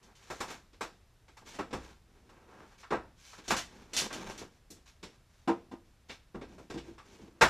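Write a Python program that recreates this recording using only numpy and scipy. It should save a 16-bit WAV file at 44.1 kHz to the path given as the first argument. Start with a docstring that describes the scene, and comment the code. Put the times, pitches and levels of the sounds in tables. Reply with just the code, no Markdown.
"""Short wooden boards are shifted, knocked together and stacked on a bench in a cluttered garage.
Over a faint hush, wood rubs on wood by stick-slip friction and a stool's metal joints clink by modal ringing.
Knocks are damped modes in a dense ring scattered off the clutter; heavy blows boom the bench's lowest modes.
A bundle clunks as one dull body, in two stages; midway the stool scrapes back with more clinks and thuds once as
the worker stands. A bundle briefly squeaks on the stack, and at the end the load lands hard on it."""
import sys
import numpy as np
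from scipy import signal
from scipy.io import wavfile

SR = 44100
rng = np.random.default_rng(int(sys.argv[2]) if len(sys.argv) > 2 else 0)


def wrap_up_sound(samples):
    """Save the sound to the file named by the first command line argument, as 16-bit audio."""
    columns = np.atleast_2d(samples).T
    # keep every value between -1 and 1, then stretch to whole-number steps
    tamed = np.clip(columns, -1, 1)
    steps = np.round(tamed * 32767).astype(np.int16)
    wavfile.write(sys.argv[1], SR, steps)


N = 330309

# Normal modes of the loose boards. Each row: frequency in Hz, strength in dB, t60 in seconds.
BOARD_MODES = [(207.2, 1.5, 0.13), (337, -8, 0.2), (405.3, 2, 0.12), (453.4, -8, 0.16), (516, -3.5, 0.13),
               (604, -6, 0.13), (785, -1.5, 0.1), (895, -1, 0.13), (998, -5, 0.083), (1117, -2.5, 0.097),
               (1173.5, -5.5, 0.14), (1320, -9, 0.22), (1392, -6.5, 0.1), (1593, 1.5, 0.082),
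               (1795, -19, 0.45), (2184, 0, 0.12), (2344, -8, 0.18), (2516, -6.5, 0.152),
               (3310, -12.5, 0.28), (3890, -6, 0.11), (5480, -1, 0.2)]
# Normal modes of the stool's frame. Each row: frequency in Hz, strength in dB, t60 in seconds.
STOOL_MODES = [(3080, -3, 0.2), (4180, -14.5, 0.25), (4180, -10, 0.24), (5750, -7.5, 0.14),
               (5840, -1.5, 0.089), (6400, -5.5, 0.19), (6470, -6, .2), (6060, -9.5, 0.16),
               (6550, 1.5, 0.074), (7200, -4.5, 0.21), (7430, -10, 0.25), (8800, -2, .15),
               (9690, -7.5, .15)]
# Frequencies in Hz at which weight, level, brightness and snap act.
TILT_HZ = [300, 1100, 4000, 10000]
EDGES = 22 * 2 ** np.arange(0, 9.6, .5)  # half-octave band edges, Hz
CENTRES = np.sqrt(EDGES[1:] * EDGES[:-1])
AGE = np.arange(int(.6 * SR)) / SR  # seconds since a blow


def from_db(db):
    """Logarithmic level: decibels become an amplitude ratio."""
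    return 10 ** (np.asarray(db) / 20)


def rms_one(x):
    """Normalization: the mean power is scaled to 1."""
    return x / np.sqrt(np.mean(x ** 2) + 1e-20)


def at_hz(points, hz):
    """Interpolation of a spectrum along logarithmic frequency."""
    f, value = np.transpose(points)
    return np.interp(np.log(hz), np.log(f), value)


def add(track, sound, s):
    """Superposition: a sound is summed in at a time in seconds."""
    start = max(round(s * SR), 0)
    track[:, start:start + sound.shape[-1]] += sound[..., :N - start]


def spread(mid, side, hz):
    """Mid-side stereo: left and right differ chiefly in the treble."""
    # Stereo width. Each row: frequency in Hz, side against mid in dB.
    stereo_width = [(2500, -50), (4500, -60.5), (7000, -4.5), (13000, -6.5)]
    width = from_db(at_hz(stereo_width, hz))
    return mid + width * side * np.array([[1], [-1]])


def split(sources):
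    """Band analysis: half-octave stereo bands of rms 1, neighbours taking unrelated sources."""
    bands = []
    for k, hz in enumerate(CENTRES):
        sos = signal.butter(2, EDGES[k:k + 2], "band", fs=SR, output="sos")
        mid, side = signal.sosfilt(sos, sources[k % 2] + 1e-18)
        bands.append(rms_one(spread(mid, side, hz)))
    return bands


def hush():
    """Steady broadband noise: the low rumble and faint hiss of the still garage."""
    # Relative spectral density of the still air. Each row: frequency in Hz, density in dB per Hz.
    hush_spectrum = [(15, -30), (25, 3.5), (91, 0), (151, -7.5), (231, -14.5), (511, -16.5), (569, -22),
                     (632, -12.5), (703, -19.5), (1600, -22), (1970, -24), (5260, -28), (14000, -37)]
    bands = split(rng.standard_normal((2, 2, N)))
    air = 0
    for hz, band in zip(CENTRES, bands):
        # band power grows with bandwidth, hence with frequency
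        air = air + band * from_db(at_hz(hush_spectrum, hz)) * np.sqrt(hz)
    return from_db(-64) * rms_one(air)


def clutter(x, echo_db, count=12):
    """Comb filtering: near boxes and shelves return echoes in a fixed pattern of delays."""
    lags_s = .0011 * 1.29 ** np.arange(count)
    echoes = 0
    for k, lag_s in enumerate(lags_s):
        echoes = echoes + (-1) ** (k // 2) * np.roll(x, round(lag_s * SR), axis=-1)
    return x + from_db(echo_db) * echoes


def resonate(x, modes, boost_db):
    """Resonance: a broadband drive is reinforced at the modes of the excited body."""
    out = x
    for hz, mode_db, t60 in modes:
        # this Q makes the filter ring for about a third of t60
        b, a = signal.iirpeak(hz, hz * t60 / 6, fs=SR)
        out = out + from_db(boost_db + mode_db) * signal.lfilter(b, a, x)
    return out


def drift():
    """Random modulation: quick uneven wavering between random values of unit spread."""
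    step_s = .022
    knots = rng.standard_normal(int(N / SR / step_s) + 2)
    return np.interp(np.arange(N) / SR / step_s, np.arange(len(knots)), knots)


def stroke(length_s, growth_db):
    """Force envelope: a push takes hold (the longer, the more gently), grows or fades, then dies away in the room."""
    attack_share, release_db_per_s = .22, 255
    t = np.arange(int(length_s * SR) + len(AGE)) / SR
    attack = 1 - np.exp(-(t / (attack_share * length_s)) ** 2)
    held_db = growth_db * (np.minimum(t / length_s, 1) - .5)
    release_db = release_db_per_s * np.maximum(t - length_s, 0)
    return attack * from_db(held_db - release_db)


def sliding(strokes, modes, slips_per_s, size_db, judder_db, smear_db, boost_db):
    """Stick-slip friction: tiny uneven slips, smeared by the room, excite wood and frame."""
    # Colour of sliding. Each row: frequency in Hz, level in dB per half octave.
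    slide_colour = [(50, -23.5), (120, -18.5), (210, -11), (340, -8), (560, -11.5), (900, -8), (1500, -8),
                    (2300, -7.5), (4000, -9), (6200, -7), (9000, -18), (13500, -21)]
    shape = (2, 2, N)
    happens = rng.random(shape) < slips_per_s / SR
    slips = happens * from_db(size_db * np.minimum(rng.exponential(1, shape), 4))
    smear = from_db(smear_db) * rng.standard_normal(shape)
    friction = rms_one(slips * rng.choice([-1, 1], shape)) + smear
    bands = split(resonate(clutter(friction, echo_db=-24), modes, boost_db))
    pushes = [stroke(length_s, growth_db) for _, length_s, _, _, _, growth_db in strokes]
    out = 0
    for hz, band in zip(CENTRES, bands):
        force = np.zeros((1, N))
        for (s, _, level, weight, bright, _), push in zip(strokes, pushes):
            tilt = at_hz(list(zip(TILT_HZ, (weight, 0, bright))), hz)
            add(force, push * from_db(level + tilt), s)
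        out = out + band * force * from_db(at_hz(slide_colour, hz))
    return out * from_db(judder_db * drift())


def rubbing():
    """Dense stick-slip friction: wood and sleeves rub over wood."""
    # Each row: start in seconds, length in seconds, level in dB, weight (bass against level) in dB,
    # brightness (treble against level) in dB, growth over the stroke in dB.
    rubs = [(0.0, 0.11, -63, -0.5, -11, 1), (0.14, 0.3, -58.5, -5, 2, 6), (0.47, 0.078, -48, -1, -2, -9.5),
            (0.56, 0.087, -70, -3, -11, -6), (1.413, 0.019, -58.5, 3, -20, -4),
            (1.445, 0.097, -56.5, 0.5, 5, -5.5), (1.78, .15, -56.5, -0.5, -3, -10),
            (2.04, 0.24, -69.5, 7, -6, -1.5), (2.28, 0.22, -60.5, 0, -15, -4),
            (2.46, 0.18, -55, -1.5, -15, 1.5), (2.65, 0.1, -64.5, -8, -4.5, 0),
            (2.775, 0.031, -66.5, 2, 8, 6), (3.15, 0.19, -65.5, -8, 10.5, 7.5),
            (3.375, .03, -56.5, 3, -1.5, -6.5), (3.43, 0.052, -62.5, -13, 2, 13),
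            (3.66, 0.29, -58.5, 4.5, -4, -7), (4.5, 0.071, -72, 6, 1, -4),
            (4.85, 0.044, -64.5, -10, 5, 6.5), (5.1, .1, -67.5, -7, -3, -14),
            (5.27, 0.16, -74.5, -4, 3.5, 2), (5.84, .07, -83, 12, 7, -3), (6.083, 0.026, -57, 1, 3.5, 5.5),
            (6.46, 0.19, -64.5, 15, -1.5, -8), (6.82, 0.12, -62.5, 13.5, -1.5, -7),
            (6.97, .2, -69, 7, 2, 10), (7.18, .1, -64.5, 14.5, -3, -1.5), (7.29, 0.1, -74.5, 10, -7, 12)]
    return sliding(rubs, BOARD_MODES + STOOL_MODES, slips_per_s=500, size_db=2.0,
                   judder_db=2.0, smear_db=0.5, boost_db=6.5)


def scatter(rise_s, hold_s, early_t60, late_db, direct_db, direct_s):
    """Room response by band: the contact, a crowd of near reflections, then the reverberant tail."""
    # Late reverberation of the garage. Each row: frequency in Hz, t60 in seconds.
    garage_t60 = [(60, 1.5), (300, 0.4453), (1200, 0.354), (5000, 0.48), (13000, 0.3)]
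    since = np.maximum(AGE - hold_s, 0)
    direct = from_db(direct_db) * np.exp(-AGE / direct_s)
    early = from_db(-60 * since / early_t60)
    onset = 1 - np.exp(-AGE / rise_s)
    envelopes = []
    for hz in CENTRES:
        late = from_db(late_db - 60 * since / at_hz(garage_t60, hz))
        # unrelated arrivals add by power
        envelopes.append(onset * np.sqrt(direct ** 2 + early ** 2 + late ** 2))
    return envelopes


def blow_db(hz, blow):
    """Excitation spectrum: weight sets the bass, hardness of contact the treble, and the note stands out."""
    note_lift_db, note_octaves = 3, 0.32
    level, weight, bright, snap, note_hz = blow
    tilt = at_hz(list(zip(TILT_HZ, (weight, 0, bright, bright + snap))), hz)
    distance = np.log2(hz / note_hz) / note_octaves
    return level + tilt + note_lift_db * np.exp(-.5 * distance ** 2)


def dense_ring(strengths_db, colour, bands, envelopes):
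    """Statistical acoustics: countless damped modes and reflections become noise of set energy per band."""
    out = 0
    start = rng.integers(bands[0].shape[-1] - len(AGE))
    for hz, level_db, band, envelope in zip(CENTRES, strengths_db, bands, envelopes):
        burst = band[:, start:start + len(AGE)] * envelope
        envelope_rms = np.sqrt(np.mean(envelope ** 2))
        out = out + from_db(level_db + at_hz(colour, hz)) * rms_one(burst) * envelope_rms
    return out


def clear_ring(strengths_db, modes, swell_s):
    """Modal superposition: strong damped modes in alternating sign, varied a little by where the blow lands."""
    out = 0
    for k, (hz, mode_db, t60) in enumerate(modes):
        level_db = strengths_db[k] + mode_db + rng.standard_normal()
        turn = 2 * np.pi * hz * AGE
        decay = from_db(level_db - 60 * AGE / t60)
        out = out + (-1) ** k * spread(np.sin(turn), np.cos(turn), hz) * decay
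    return out * (1 - np.exp(-AGE / swell_s))


def blows(events, modes, colour, envelopes, boost_db, swell_s, ring_db, note_db):
    """Impact excitation: each blow sounds clear modes and a note in a dense ring tinted by the same modes."""
    note_t60 = 0.13  # seconds
    out = np.zeros((2, N))
    field = clutter(rng.standard_normal((2, 2, N // 3)), echo_db=-18)
    bands = split(resonate(field, modes, boost_db))
    for s, *blow in events:
        rung = np.array([*modes, (blow[-1], note_db, note_t60)])
        dense = dense_ring(blow_db(CENTRES, blow), colour, bands, envelopes)
        clear = clear_ring(blow_db(rung[:, 0], blow), rung, swell_s)
        add(out, dense + from_db(ring_db) * clear, s)
    return out


def stool():
    """Impact of stiff bodies: loose metal joints clink as the weight on them shifts."""
    # Each row: start in seconds, level in dB, weight (bass against level) in dB,
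    # brightness (treble against level) in dB.
    clinks = [(0.028, -67, 4, 8.5), (0.152, -62, -14, 4), (1.544, -45, -2, -5.5), (3.479, -41.5, 6, 7.5),
              (3.565, -31, -12, -0.5), (3.933, -39.5, -3.5, 5.5), (3.965, -34, -4, 10.5),
              (3.987, -35, -12.5, 7), (4.127, -38, 2, -0.5), (4.297, -44.5, -6, -2.5),
              (4.377, -48.5, -18, 5)]
    # Colour of a metal blow. Each row: frequency in Hz, level in dB per half octave.
    metal_colour = [(50, -26), (120, -24), (300, -13.5), (1100, -16), (2200, -12.5), (4000, -10),
                    (6200, -7.5), (9000, -7), (13500, -13.5)]
    snap_db, note_hz = -12, 6330
    envelopes = scatter(rise_s=0.00054, hold_s=0.021, early_t60=0.21,
                        late_db=-17.0, direct_db=-1, direct_s=0.0021)
    contacts = [(*row, snap_db, note_hz) for row in clinks]
    return blows(contacts, STOOL_MODES, metal_colour, envelopes,
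                 boost_db=4, swell_s=0.0021, ring_db=-10, note_db=-12)


def bench():
    """Low-order resonance: heavy blows set the loaded bench booming on its lowest modes."""
    # Each row: start in seconds, level in dB.
    booms = [(0.299, -57.5), (1.59, -55.5), (1.74, -48.5), (2.925, -53.5), (3.509, -50), (6.352, -49.5),
             (6.741, -48.5), (7.416, -38.5)]
    # Normal modes of the bench. Each row: frequency in Hz, strength in dB, t60 in seconds.
    bench_modes = [(59.97, -0.5, 0.99), (97.3, -8.5, .35), (147, 5, 0.28), (190, -10, 0.18)]
    boom = 0
    for k, (hz, mode_db, t60) in enumerate(bench_modes):
        decay = from_db(mode_db - 60 * AGE / t60)
        boom = boom + (-1) ** k * np.sin(2 * np.pi * hz * AGE) * decay
    swell = 1 - np.exp(-AGE / 0.0074)
    out = np.zeros((2, N))
    for s, level_db in booms:
        add(out, from_db(level_db) * boom * swell, s)
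    return out


def knocking():
    """Modal impact: boards knock, the stool thuds once and a bundle briefly squeaks on the stack."""
    # The thud is at 4.411 s and the squeak at 6.094 s; both share the modes and colour of the knocks.
    # Each row: start in seconds, level in dB, weight (bass against level) in dB, brightness (treble
    # against level) in dB, snap (very top against treble) in dB, each event's own note in Hz.
    knocks_thud_squeak = [(0.300, -28.5, -12.5, -17.5, -4, 531), (0.403, -26.5, -12.5, -12, -6, 1010),
                          (0.501, -36, -11, -10.5, -4.5, 405), (0.73, -58.5, -4.5, -1, -20, 333),
                          (0.808, -24.5, -15, -16, -6.5, 417), (1.28, -51.5, -9.5, -8, -16, 330),
                          (1.368, -46.5, -24, -9.5, -6, 877), (1.587, -24.5, -11, -21.5, -11, 297),
                          (1.706, -45.5, 0, -7, -20, 210), (1.728, -30, -1, -12.5, -10.5, 955),
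                          (2.291, -48, -20, -15, -10, 393), (2.83, -41, -25, -13.5, -22, 1405),
                          (2.905, -26.5, -6.5, -17.5, -18, 239), (2.921, -15.5, -16, -32.5, -14, 450),
                          (3.329, -42.5, -21, -19, -9, 1363), (3.383, -48.5, -5.5, -5, -20, 310),
                          (3.504, -15.5, -14.5, -13.5, -7, 231), (4.104, -34.5, -13, -13.5, -22, 1580),
                          (4.411, -43.5, 2, -11, -15, 385), (4.702, -60.5, 12, 9.5, 2, 212),
                          (4.761, -61, 1, -3.5, -17, 200), (5.028, -43, 0, -0.5, -15, 185),
                          (6.094, -39, -8.5, -3, -32, 2800), (6.344, -37, -1, -23.5, -12, 240),
                          (6.411, -40, 0, -12, -26, 420), (6.58, -46.5, -3.5, -16.5, -4, 620),
                          (6.699, -37.5, -4, -10, -11, 384), (6.774, -44, -1, -4, -16, 2930),
                          (6.979, -43.5, -16, -12.5, -16, 1160), (7.41, -9.5, -16, -13.5, -14, 482),
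                          (7.4155, -8, -18, -18, -7.5, 1560)]
    # Colour of these sounds. Each row: frequency in Hz, level in dB per half octave.
    wood_colour = [(50, -22.5), (120, -19), (200, -16), (330, -6.5), (650, -15), (1150, -15.5), (2200, -12),
                   (4000, -9.5), (6200, -3), (9000, -12), (13500, -13)]
    envelopes = scatter(rise_s=0.0023, hold_s=0.012, early_t60=0.19,
                        late_db=-12.5, direct_db=-3.0, direct_s=0.006)
    return blows(knocks_thud_squeak, BOARD_MODES, wood_colour, envelopes,
                 boost_db=4, swell_s=0.0088, ring_db=-10, note_db=3.5)


def bundle():
    """Soft impact of a large mass: the dull bundle lands in two stages and its low modes build slowly."""
    # Each row: start in seconds, level in dB, weight (bass against level) in dB,
    # brightness (treble against level) in dB.
    clunks = [(2.922, -34.5, -1.5, -21), (5.475, -20, -6.5, -19), (5.713, -41.5, -0.5, -13),
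              (6.738, -44, 8.5, -4), (6.865, -64, 17, -1)]
    # Normal modes of the bundle. Each row: frequency in Hz, strength in dB, t60 in seconds.
    bundle_modes = [(207, 0.5, 0.12), (251, -5.5, 0.04), (317, -0.5, 0.095), (340.2, 1, 0.2),
                    (465, -5, 0.15), (783, -3, 0.14), (867, -5.5, 0.066), (938, -6.5, 0.144),
                    (1030, -1.5, 0.13), (1210, -13, 0.18), (1400, -17, .15), (1580, -5, 0.096),
                    (1790, -21, 0.2)]
    # Colour of a clunk. Each row: frequency in Hz, level in dB per half octave.
    bundle_colour = [(50, -38), (120, -22), (210, -14.5), (340, -4), (560, -10.5), (850, -12.5),
                     (1500, -16), (2200, -11), (4000, -8.5), (6200, -4), (9000, -11.5), (13500, -14)]
    snap_db, note_hz = -11.5, 281
    envelopes = scatter(rise_s=0.0055, hold_s=0.0041, early_t60=0.15,
                        late_db=-16.5, direct_db=4, direct_s=0.0031)
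    # one edge lands first; the rest follows 15 ms later, heavier and duller (same columns)
    settles = np.array(clunks) + (0.015, -1.5, 1, -10.5)
    contacts = [(*row, snap_db, note_hz) for row in [*clunks, *settles]]
    return blows(contacts, bundle_modes, bundle_colour, envelopes,
                 boost_db=4, swell_s=0.0071, ring_db=-3.5, note_db=-6.5)


def dragging():
    """Sparse stick-slip friction: the stool is pushed back and slows."""
    # Each row: start in seconds, length in seconds, level in dB, weight (bass against level) in dB,
    # brightness (treble against level) in dB, growth over the stroke in dB.
    drags = [(4, 0.064, -43.5, 2.5, -4, -2), (4.11, 0.32, -47.5, 5.1, -4.5, -13)]
    return sliding(drags, BOARD_MODES + STOOL_MODES, slips_per_s=160, size_db=1.5,
                   judder_db=1.7, smear_db=-2, boost_db=12)


def scene():
    """Superposition of all sources in the garage."""
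    return hush() + rubbing() + stool() + bench() + knocking() + bundle() + dragging()


def record(dry):
    """Band limiting: the sound is mono below the treble, and its top is cut steeply."""
    mid = (dry[0] + dry[1]) / 2
    side = (dry[0] - dry[1]) / 2
    treble_only = signal.butter(10, 3700, "high", fs=SR, output="sos")
    side = signal.sosfilt(treble_only, side)
    top_cut = signal.ellip(10, .3, 70, 14250, fs=SR, output="sos")
    return signal.sosfilt(top_cut, [mid + side, mid - side])


dry = scene()
out = record(dry)
wrap_up_sound(out)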